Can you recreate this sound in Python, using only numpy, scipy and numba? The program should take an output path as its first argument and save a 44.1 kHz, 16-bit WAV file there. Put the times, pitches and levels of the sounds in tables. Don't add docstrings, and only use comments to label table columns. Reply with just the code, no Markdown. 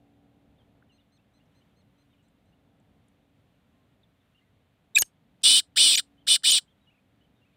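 import sys
import numpy as np
from scipy import signal
from scipy.fft import rfft, irfft, next_fast_len
from scipy.io import wavfile
from scipy.ndimage import uniform_filter1d
from numba import njit

SR = 44100
rng = np.random.default_rng(int(sys.argv[2]) if len(sys.argv) > 2 else 0)


def generate_wav(signal):
    frames = np.transpose(np.atleast_2d(signal))
    scaled = np.clip(frames, -1, 1) * 32767
    pcm = np.round(scaled).astype(np.int16)
    wavfile.write(sys.argv[1], SR, pcm)


def convert_level_to_amplitude(level_db):
    exponent = np.asarray(level_db, float) / 20
    return 10 ** exponent


N = 333396
TIME = np.arange(N) / SR

# f/Hz, level/dB per Hz
YARD_COLOUR = [(18, -46), (30, -10.5), (86, 0), (199, -1.5), (287, -5), (328, -13), (404, -12.5),
               (666, -13), (962, -19), (3580, -23.5), (5170, -37), (14800, -39), (16000, -52.5)]
YARD_DB, YARD_DB_PER_S = -66, -0.1595
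# t/s, level/dB
MOTOR_SWELL = [(0.0, -65.5), (0.44, -67.5), (1.05, -71), (1.54, -78), (1.91, -72), (2.27, -75),
               (2.61, -69.5), (3.54, -72), (5.33, -89.5), (5.71, -72), (6.23, -68.5), (6.82, -86),
               (7.56, -74)]
MOTOR_DB = [-8, -5, -13, -5.5, 1.5, -14, -13, -11.5, -13, -14.5, -17, -12, -11.5, -10.5]
MOTOR_HZ = 56.55
MOTOR_DULL_PER_DB = 0.1

# t/s, length/s, first f/Hz, last f/Hz, level/dB
SONG_NOTES = [(0.581, 0.043, 3800, 3140, -74), (.824, 0.0047, 1200, 1556, -60.5),
              (0.893, 0.043, 3074, 2737, -71.5), (.998, 0.0223, 4030, 3495, -75),
              (2.10, 0.0405, 3816, 3597, -80.5), (2.13, .013, 3310, 2954, -75),
              (2.139, 0.0137, 2500, 2383, -75), (2.18, .035, 3090, 2850, -80),
              (3.713, 0.15, 1050, 1060, -82), (4.032, 0.0111, 3945, 3473, -66),
              (4.202, 0.0203, 3720, 3450, -79), (4.409, 0.032, 1963, 2126, -78.5),
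              (4.458, 0.0406, 1980, 1946, -81.5), (6.962, .023, 2437, 2560, -79.5)]
# t/s, pitch factor, level/dB
UPTICK_NOTES = [
    (0, 0.0207, 2750, 3030, 0.5),
]
UPTICK_TIMES = [
    (.982, 0.968, -73.5),
    (1.185, 0.894, -77),
    (1.398, 0.95, -77),
    (1.609, 1.01, -76.5),
    (2.524, 0.96, -78),
]
PAIR_NOTES = [
    (0, 0.0192, 3072, 3186, 0),
    (.022, 0.01054, 3400, 3478, -5.5),
    (.032, 0.0202, 3500, 3166, -2),
]
PAIR_TIMES = [
    (4.347, 0.886, -69.5),
    (6.177, 0.968, -71.5),
    (6.678, 1.01, -71.5),
    (7.209, 0.943, -74),
]
TUMBLE_NOTES = [
    (0, 0.043, 3900, 3809, -11),
    (.047, .018, 3760, 2995, -11),
    (.062, .029, 2850, 2910, -0.22),
    (.091, .034, 2189, 2760, -4.5),
    (.128, .03, 2150, 2700, -8.5),
    (.17, .024, 2143, 2520, -7.5),
]
TUMBLE_TIMES = [
    (6.808, 1.001, -66.5),
    (7.354, .96, -71),
]
GLIDE_BY_MIDDLE = 0.8
SONG_ECHO_DB, SONG_T60_S = -13, 0.15

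# t/s, length/s, top f/Hz, level/dB, falling tail level/dB
CHICK_PEEPS = [
    (0.917, 0.0595, 2100, -81.5, -85),
    (1.118, 0.0535, 2118, -81.5, -79.5),
    (1.335, .053, 2057, -82.5, -91),
    (1.546, .057, 2081, -83, -90),
    (1.761, 0.054, 2130, -84, -83),
    (1.978, 0.055, 2065, -84, -99),
    (2.238, 0.038, 2037, -88.5, -99),
    (2.46, 0.049, 2055, -91.5, -99),
]
PEEP_PARTIALS_DB = [-9, 5, -3, -7]
PEEP_RISE_HZ, PEEP_FALL_HZ = 125.7, 40
TAIL_S, TAIL_LEAD_S, TAIL_FALL_HZ, TAIL_DULL_DB = 0.016, 0.007, 480, -1

# t/s, level/dB, centre f/Hz, width/Hz, decay/s
CAGE_TICKS = [
    (1.455, -85.5, 6000, 1500, 0.0053),
    (2.225, -84, 7600, 2000, 0.0078),
    (2.283, -75.5, 8100, 1500, 0.0018),
    (2.455, -84.5, 8200, 2000, 0.0027),
    (2.798, -79, 7700, 2500, .002),
    (3.083, -68, 8800, 3000, 0.0011),
    (5.413, -67, 2450, 4000, 0.0023),
    (5.419, -62, 5970, 9340, 0.00126),
    (6.423, -58, 2500, 4010, 0.00124),
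]

# t/s, length/s, middle f/Hz, glide/Hz, level/dB
WHISTLE_TONES = [
    (4.948, 0.01504, 3830, -200, -18.5),
    (4.963, 0.01415, 2510, 39.5, -10.5),
    (4.976, .013, 1690, 70, -27.5),
    (5.021, .011, 1685, -55.5, -36.5),
    (4.988, .023, 6720, 199.5, -23.5),
    (5.0064, .0135, 6440, -280, -22.5),
    (5.953, 0.0083, 5850, -50.5, -22),
    (5.958, 0.0144, 6850, 32.5, -27.5),
    (6.509, 0.0117, 6980, -150, -19.5),
]
# f/Hz, arch/Hz, loudest at share of note, even partials level/dB, partial 3 level/dB
WHISTLE_REGISTERS = [(1690, 5, 0.4, -19.5, -30.5), (2500, 40, 0.5815, -34.5, -25),
                     (3800, 200, 0.845, -1, -28), (5850, 5, .3, -19.5, -55), (6440, 15, .45, -0.5, -55),
                     (6700, 270, .45, -8.5, -55), (6900, 250, 0.54, -9, -55)]
WHISTLE_FALL_DB, FOURTH_DB = 35.5, -19
# t/s, length/s, first f/Hz, last f/Hz, level/dB
REGISTER_SLIDES = [
    (4.965, 0.02, 5220, 3700, -34.5),
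    (4.979, .011, 7700, 8450, -32),
    (4.985, 0.00531, 3386, 6100, -27.5),
    (5.02, .0025, 6340, 3770, -21.5),
    (5.0204, 0.002, 8990, 8400, -14.5),
    (5.024, .008, 2985, 2990, -32.5),
    (5.967, 0.0036, 6620, 2990, -35),
    (6.509, 0.0051, 4600, 6770, -23),
    (6.511, 0.00347, 6900, 3153, -33),
]
# t/s, level/dB, centre f/Hz, width/Hz, decay/s
VOICE_SNAPS = [
    (4.959, -27, 7400, 10700, 0.0009),
    (4.973, -26, 8565, 2460, 0.0012),
    (4.974, -33, 8540, 12750, 0.0034),
    (4.984, -19, 7000, 9100, 0.002),
    (5.021, -24, 5430, 7900, 0.0018),
    (5.021, -32.5, 416, 778.1, 0.0012),
    (4.986, -47.5, 399.6, 797, .002),
]

# t/s, length/s, level/dB, flutter f/Hz, sag over the note/dB
RASP_NOTES = [
    (5.431, 0.1873, -15.5, 281.2, 2.5),
    (5.757, 0.26183, -16, 284.2, 5.5),
    (6.266, 0.11657, -17, 273.8, 1.5),
    (6.432, 0.17394, -17.5, 277.1, 2.5),
]
# t/s, f/Hz
MEMBRANE_CURVES = [
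    [(5.434, 2606), (5.461, 2933), (5.527, 3030), (5.585, 3138), (5.606, 1541)],
    [(5.76, 1311), (5.785, 2450), (5.808, 2959), (5.853, 3050), (5.95, 2414), (5.975, 2510), (6.006, 1287)],
    [(6.268, 1299), (6.288, 2450), (6.305, 2960), (6.344, 3031), (6.356, 2500), (6.368, 1350)],
    [(6.432, 1322), (6.452, 2333), (6.475, 2924), (6.51, 3107), (6.562, 2794), (6.582, 2354), (6.596, 1288)],
]
MEMBRANE_OVERTONES_DB = [5.5, 0, -5, -16.5, -18]
# t/s, length/s
RASP_BREAKS = [
    (5.96, 0.0125),
    (6.512, .005),
]
# f/Hz, level/dB
THROAT_COLOUR = [(1800, -35.5), (2500, -16.5), (2740, -24.5), (2900, 0), (3600, 5.5), (4500, 2.5),
                 (5800, -2), (6500, -24), (7400, -10), (8800, -3), (9900, -13), (11000, -21.5),
                 (14300, -25.5), (15400, -18)]
# f/Hz, level/dB
WINDPIPE_COLOUR = [(2800, 3.5), (3020, 2.5), (3300, -3.5), (3520, 0), (3950, -2), (4150, -0.5),
                   (4400, -2.5), (4900, -0.5), (5100, 0), (5400, -1.5), (6000, 0.5)]
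# f/Hz, level/dB
BEAK_COLOUR = [(10500, 1.5), (11200, -2.5), (11800, 6), (12400, -5), (13000, 5), (13700, -4.5),
               (14200, 2.5), (14800, 1), (15500, 1), (15800, -9)]
ATTACK_S, SWELL_S, DROOP_S, RELEASE_S = 0.006867, 0.02395, 0.02, 0.02026
START_DB, KNEE_DB, DROOP_DB, END_DB = -24.5, -4, -3, -49
UPPER_DB, UPPER_PER_DB, UPPER_MOST_DB = -5.5, 0.57, -4.5
TIGHT_HZ, BARE_DB, BARE_DB_PER_KHZ, BARE_MOST_DB = 3050, -26.5, 17.5, -12.5
ROUGH, ROUGH_PER_DB = 0.31, -0.0352
FLUTTER_PER_DB = 0.003
THIRD_DB, THIRD_LOWEST_HZ = -3.5, 7550

ROOM_DB, ROOM_T60_S, ROOM_ENDS_S, ECHO_S, ECHO_DB = -38.5, 0.35, 0.07, 0.041, -44
TOP_HZ = 15850


def colour(x, points):
    hz, db = np.transpose(points)
    size = next_fast_len(len(x))
    bins_hz = np.arange(size // 2 + 1) * SR / size
    gain = convert_level_to_amplitude(np.interp(np.log(bins_hz + 1), np.log(hz), db))
    return irfft(rfft(x, size) * gain, size)[:len(x)]


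def unit(x):
    return x / np.sqrt(np.mean(x ** 2))


def walk(rate, size=N):
    k = max(int(SR / rate), 1)
    return unit(uniform_filter1d(uniform_filter1d(rng.standard_normal(size), k), k))


def fade(size, seconds):
    ramp = np.minimum(np.arange(size), np.arange(size)[::-1]) / (seconds * SR)
    return np.sin(np.pi / 2 * np.clip(ramp, 0, 1)) ** 2


def mix(pieces):
    out = np.zeros(N)
    for span, sound in pieces:
        out[span] += sound
    return out


def chirp(s, length_s, first_hz, middle_hz, last_hz, db, partial_db=(0,)):
    u = np.linspace(-1, 1, int(length_s * SR))
    bend_hz = (last_hz + first_hz) / 2 - middle_hz
    hz = middle_hz + (last_hz - first_hz) / 2 * u + bend_hz * u ** 2
    turn = 2 * np.pi * np.cumsum(hz) / SR
    sound = sum(convert_level_to_amplitude(db + p) * np.sin((k + 1) * turn) for k, p in enumerate(partial_db))
    return slice(int(s * SR), int(s * SR) + len(u)), np.sqrt(2) * sound * fade(len(u), 0.1 * length_s)


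def yard():
    s, motor_db = np.transpose(MOTOR_SWELL)
    air = unit(colour(rng.standard_normal(N), YARD_COLOUR))
    rumble = colour(air, [(900, 6.5), (1800, -42.5)])
    hiss = air - rumble
    swell_db = np.interp(TIME, s, motor_db)
    turn = 2 * np.pi * np.cumsum(MOTOR_HZ * (1 + 0.0018 * walk(1.5))) / SR
    dull_db = MOTOR_DULL_PER_DB * (swell_db - max(motor_db))
    drone = sum(convert_level_to_amplitude(db + 1.4 * walk(5) + k * dull_db) * np.sin((k + 1) * turn + k * k)
                for k, db in enumerate(MOTOR_DB))
    rumble = rumble * convert_level_to_amplitude(YARD_DB + YARD_DB_PER_S * TIME + 0.6 * walk(6))
    hiss = hiss * convert_level_to_amplitude(-67 + 0.6 * walk(5))
    return rumble + hiss + drone * convert_level_to_amplitude(swell_db)


def songbird_note(s, length_s, first_hz, last_hz, db):
    middle_hz = first_hz + GLIDE_BY_MIDDLE * (last_hz - first_hz)
    return chirp(s, length_s, first_hz, middle_hz, last_hz, db)


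def songbird_motif(shape, sung):
    return [songbird_note(s + late_s, length_s, pitch * first_hz, pitch * last_hz, db + own_db)
            for s, pitch, db in sung
            for late_s, length_s, first_hz, last_hz, own_db in shape]


def smear(x):
    t = TIME[:int(0.25 * SR)]
    tail = rng.standard_normal(len(t)) * convert_level_to_amplitude(-60 * t / SONG_T60_S)
    tail = tail / np.sqrt(np.sum(tail ** 2))
    return x + convert_level_to_amplitude(SONG_ECHO_DB) * signal.fftconvolve(x, tail)[:N]


def chick_peep(s, length_s, hz, db, tail_db):
    top_hz = hz - PEEP_FALL_HZ
    tail_partials_db = PEEP_PARTIALS_DB + TAIL_DULL_DB * np.arange(len(PEEP_PARTIALS_DB))
    rise = chirp(s, length_s, hz - PEEP_RISE_HZ, hz, top_hz, db, PEEP_PARTIALS_DB)
    tail = chirp(s + length_s - TAIL_LEAD_S, TAIL_S, top_hz, top_hz - 0.3 * TAIL_FALL_HZ,
                 top_hz - TAIL_FALL_HZ, tail_db, tail_partials_db)
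    return [rise, tail]


def snap(s, db, hz, width_hz, decay_s):
    t = np.arange(int(10 * decay_s * SR)) / (decay_s * SR)
    edges = np.clip([hz - width_hz / 2, hz + width_hz / 2], 40, 18000)
    band = signal.butter(3, edges, "bandpass", fs=SR, output="sos")
    noise = signal.sosfilt(band, rng.standard_normal(len(t) + 400))[400:]
    return slice(int(s * SR), int(s * SR) + len(t)), convert_level_to_amplitude(db) * unit(noise) * np.e * t * np.exp(-t)


def whistle(s, length_s, hz, glide_hz, db):
    _, arch_hz, loudest, even_db, third_db = min(WHISTLE_REGISTERS, key=lambda r: abs(r[0] - hz))
    u = np.linspace(0, 1, int(length_s * SR))
    pitch_hz = hz + glide_hz * (u - 0.5) - arch_hz * (2 * u - 1) ** 2
    turn = 2 * np.pi * np.cumsum(pitch_hz) / SR
    partials_db = [0, even_db, third_db, even_db + FOURTH_DB]
    sound = sum(convert_level_to_amplitude(p) * np.sqrt(2) * np.sin((k + 1) * turn)
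                for k, p in enumerate(partials_db) if (k + 1) * hz < 20000)
    sound = (sound + convert_level_to_amplitude(-30) * rng.standard_normal(len(u))) * fade(len(u), 0.0012)
    return slice(int(s * SR), int(s * SR) + len(u)), sound * convert_level_to_amplitude(db - WHISTLE_FALL_DB * (u - loudest) ** 2)


def slide(s, length_s, first_hz, last_hz, db):
    return chirp(s, length_s, first_hz, (first_hz + last_hz) / 2, last_hz, db, [0, -20])


@njit
def resonance(x, hz, damp):
    y, b, l = np.empty(len(x)), 0., 0.
    for i in range(len(x)):
        g = np.tan(np.pi * hz[i] / SR)
        v = (b + g * (x[i] - l)) / (1 + g * (g + damp))
        y[i] = damp * v
        b, l = 2 * v - b, l + 2 * g * v
    return y


def steady(x):
    return x / (uniform_filter1d(x ** 2, size=900) + 1e-12) ** 0.35


def fluttered_membrane(tone, flutter, rough):
    size = len(tone)
    side = np.arange(-6, 10)[:, None]
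    weight = convert_level_to_amplitude(-1.1 * np.abs(side) - 3.9 * (side % 2) + 1.7 * (side == 0))
    voice = 0
    for k, db in enumerate(MEMBRANE_OVERTONES_DB):
        wobble = convert_level_to_amplitude(2.6 * np.array([walk(60, size) for _ in side]))
        turn = 0.26 * side ** 2 + (0.66 + 0.5 * k) * rng.standard_normal(side.shape)
        lines = weight ** (1 + 0.09 * k) * wobble * np.cos((k + 1) * tone + side * flutter + turn)
        voice = voice + convert_level_to_amplitude(db) * np.sum(lines, axis=0)
    breath = rng.standard_normal(size) * (1 + 0.5 * np.cos(flutter) + 1.0 * np.cos(2 * flutter))
    return (1 - rough) * unit(voice) + rough * breath, breath


def flutter_buzz(flutter, breath):
    size = len(flutter)
    first = convert_level_to_amplitude(-34.0 + 3.5 * walk(30, size)) * np.cos(flutter)
    second = convert_level_to_amplitude(-39.0 + 4.5 * walk(30, size)) * np.cos(2 * flutter)
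    leak = colour(breath, [(60, -17.5), (200, 1), (800, -6.5), (1700, 4.5), (2600, -13), (4000, -37.5)])
    return first + second + convert_level_to_amplitude(-30) * unit(leak)


def rasp(s, length_s, level_db, flutter_hz, sag_db, membrane):
    span = slice(int(s * SR), int((s + length_s) * SR))
    t, held_s = TIME[span], length_s - RELEASE_S
    size = len(t)
    slow = TIGHT_HZ / membrane[0][1]
    effort_db = np.interp(t - s, [0, slow * ATTACK_S, slow * SWELL_S, held_s - DROOP_S, held_s, length_s],
                          [START_DB, KNEE_DB, 0, -sag_db, DROOP_DB - sag_db, END_DB])
    eased = np.clip(effort_db, -10, 0)
    rough = np.clip(ROUGH + ROUGH_PER_DB * eased, 0.05, 0.5)
    running = np.prod([np.clip(np.maximum(at - t, t - at - gap_s) / 0.002733, 0, 1)
                       for at, gap_s in RASP_BREAKS], axis=0)

    tone_hz = np.interp(t, *np.transpose(membrane))
    slack = np.clip((2800 - tone_hz) / 1000, 0, 1)
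    jitter = 0.011 * walk(130, size) + (0.018 * rough + 0.045 * slack) * walk(360, size)
    tone = 2 * np.pi * np.cumsum(tone_hz * (1 + jitter)) / SR
    flutter_hz = flutter_hz * (1 + FLUTTER_PER_DB * eased)
    flutter_jitter = 0.0586 * rough * walk(120, size) + 0.025 * walk(25, size)
    flutter = 2 * np.pi * np.cumsum(flutter_hz * (1 + flutter_jitter)) / SR
    source, breath = fluttered_membrane(tone, flutter, rough)

    shaped = colour(source, THROAT_COLOUR)
    lower = colour(shaped, [(6300, 0), (6700, -60)])
    upper = shaped - lower
    third_hz = np.maximum(3 * uniform_filter1d(tone_hz, size=800), THIRD_LOWEST_HZ)
    upper = upper + convert_level_to_amplitude(THIRD_DB) * resonance(upper, third_hz, 0.17)
    upper_db = np.minimum(UPPER_DB - UPPER_PER_DB * effort_db, UPPER_MOST_DB)

    low_hz = np.minimum(tone_hz, 2480.) * (1 + 0.023 * walk(200, size))
    bare = resonance(resonance(0.3 * source + breath, low_hz, 0.3), low_hz, 0.3)
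    bare = colour(bare, [(1100, -8), (1500, 2.5), (2150, -8), (2450, 0.5), (2600, 0.5), (2750, -20.5)])
    bare_db = np.minimum(BARE_DB + BARE_DB_PER_KHZ * (TIGHT_HZ - tone_hz) / 1000, BARE_MOST_DB)
    bare = unit(bare) * convert_level_to_amplitude(bare_db + 2.6 * walk(220, size))

    sound = unit(steady(colour(lower, WINDPIPE_COLOUR)))
    sound = sound + convert_level_to_amplitude(upper_db) * unit(colour(upper, BEAK_COLOUR))
    sound = sound + bare + flutter_buzz(flutter, breath)
    return span, sound * convert_level_to_amplitude(level_db + effort_db) * running * fade(size, 0.0043)


def walls():
    t = TIME[:int(0.2 * SR)]
    tail = rng.standard_normal(len(t)) * convert_level_to_amplitude(-60 * t / ROOM_T60_S)
    tail = tail * np.clip(t / 0.01, 0, 1) / (1 + np.exp((t - ROOM_ENDS_S) / 0.012))
    tail = tail * convert_level_to_amplitude(ROOM_DB) / np.sqrt(np.sum(tail ** 2))
    echo = convert_level_to_amplitude(ECHO_DB) * (np.arange(len(t)) == int(ECHO_S * SR))
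    return colour(tail + echo, [(1500, -14.5), (4000, 0), (8000, 5.5), (14000, -5.0)])


def scene():
    song = [songbird_note(*row) for row in SONG_NOTES]
    song += songbird_motif(UPTICK_NOTES, UPTICK_TIMES)
    song += songbird_motif(PAIR_NOTES, PAIR_TIMES)
    song += songbird_motif(TUMBLE_NOTES, TUMBLE_TIMES)
    peeps = [part for row in CHICK_PEEPS for part in chick_peep(*row)]
    ticks = [snap(*row) for row in CAGE_TICKS]
    far = smear(mix(song)) + mix(peeps + ticks)

    call = [whistle(*row) for row in WHISTLE_TONES]
    call += [slide(*row) for row in REGISTER_SLIDES]
    call += [snap(*row) for row in VOICE_SNAPS]
    call += [rasp(*row, curve) for row, curve in zip(RASP_NOTES, MEMBRANE_CURVES)]
    bird = mix(call)
    echoes = signal.fftconvolve(bird, walls())[:N]
    return (yard() + far + bird + echoes)[None]


def band_limit(x):
    return signal.sosfilt(signal.butter(12, 16640, fs=SR, output="sos"), x)


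def record(dry):
    bass_cut = signal.sosfilt(signal.butter(2, 38, "highpass", fs=SR, output="sos"), dry)
    top_cut = signal.ellip(8, 0.2, 50, TOP_HZ, fs=SR, output="sos")
    return band_limit(signal.sosfiltfilt(top_cut, bass_cut))


dry = scene()
out = record(dry)
generate_wav(out)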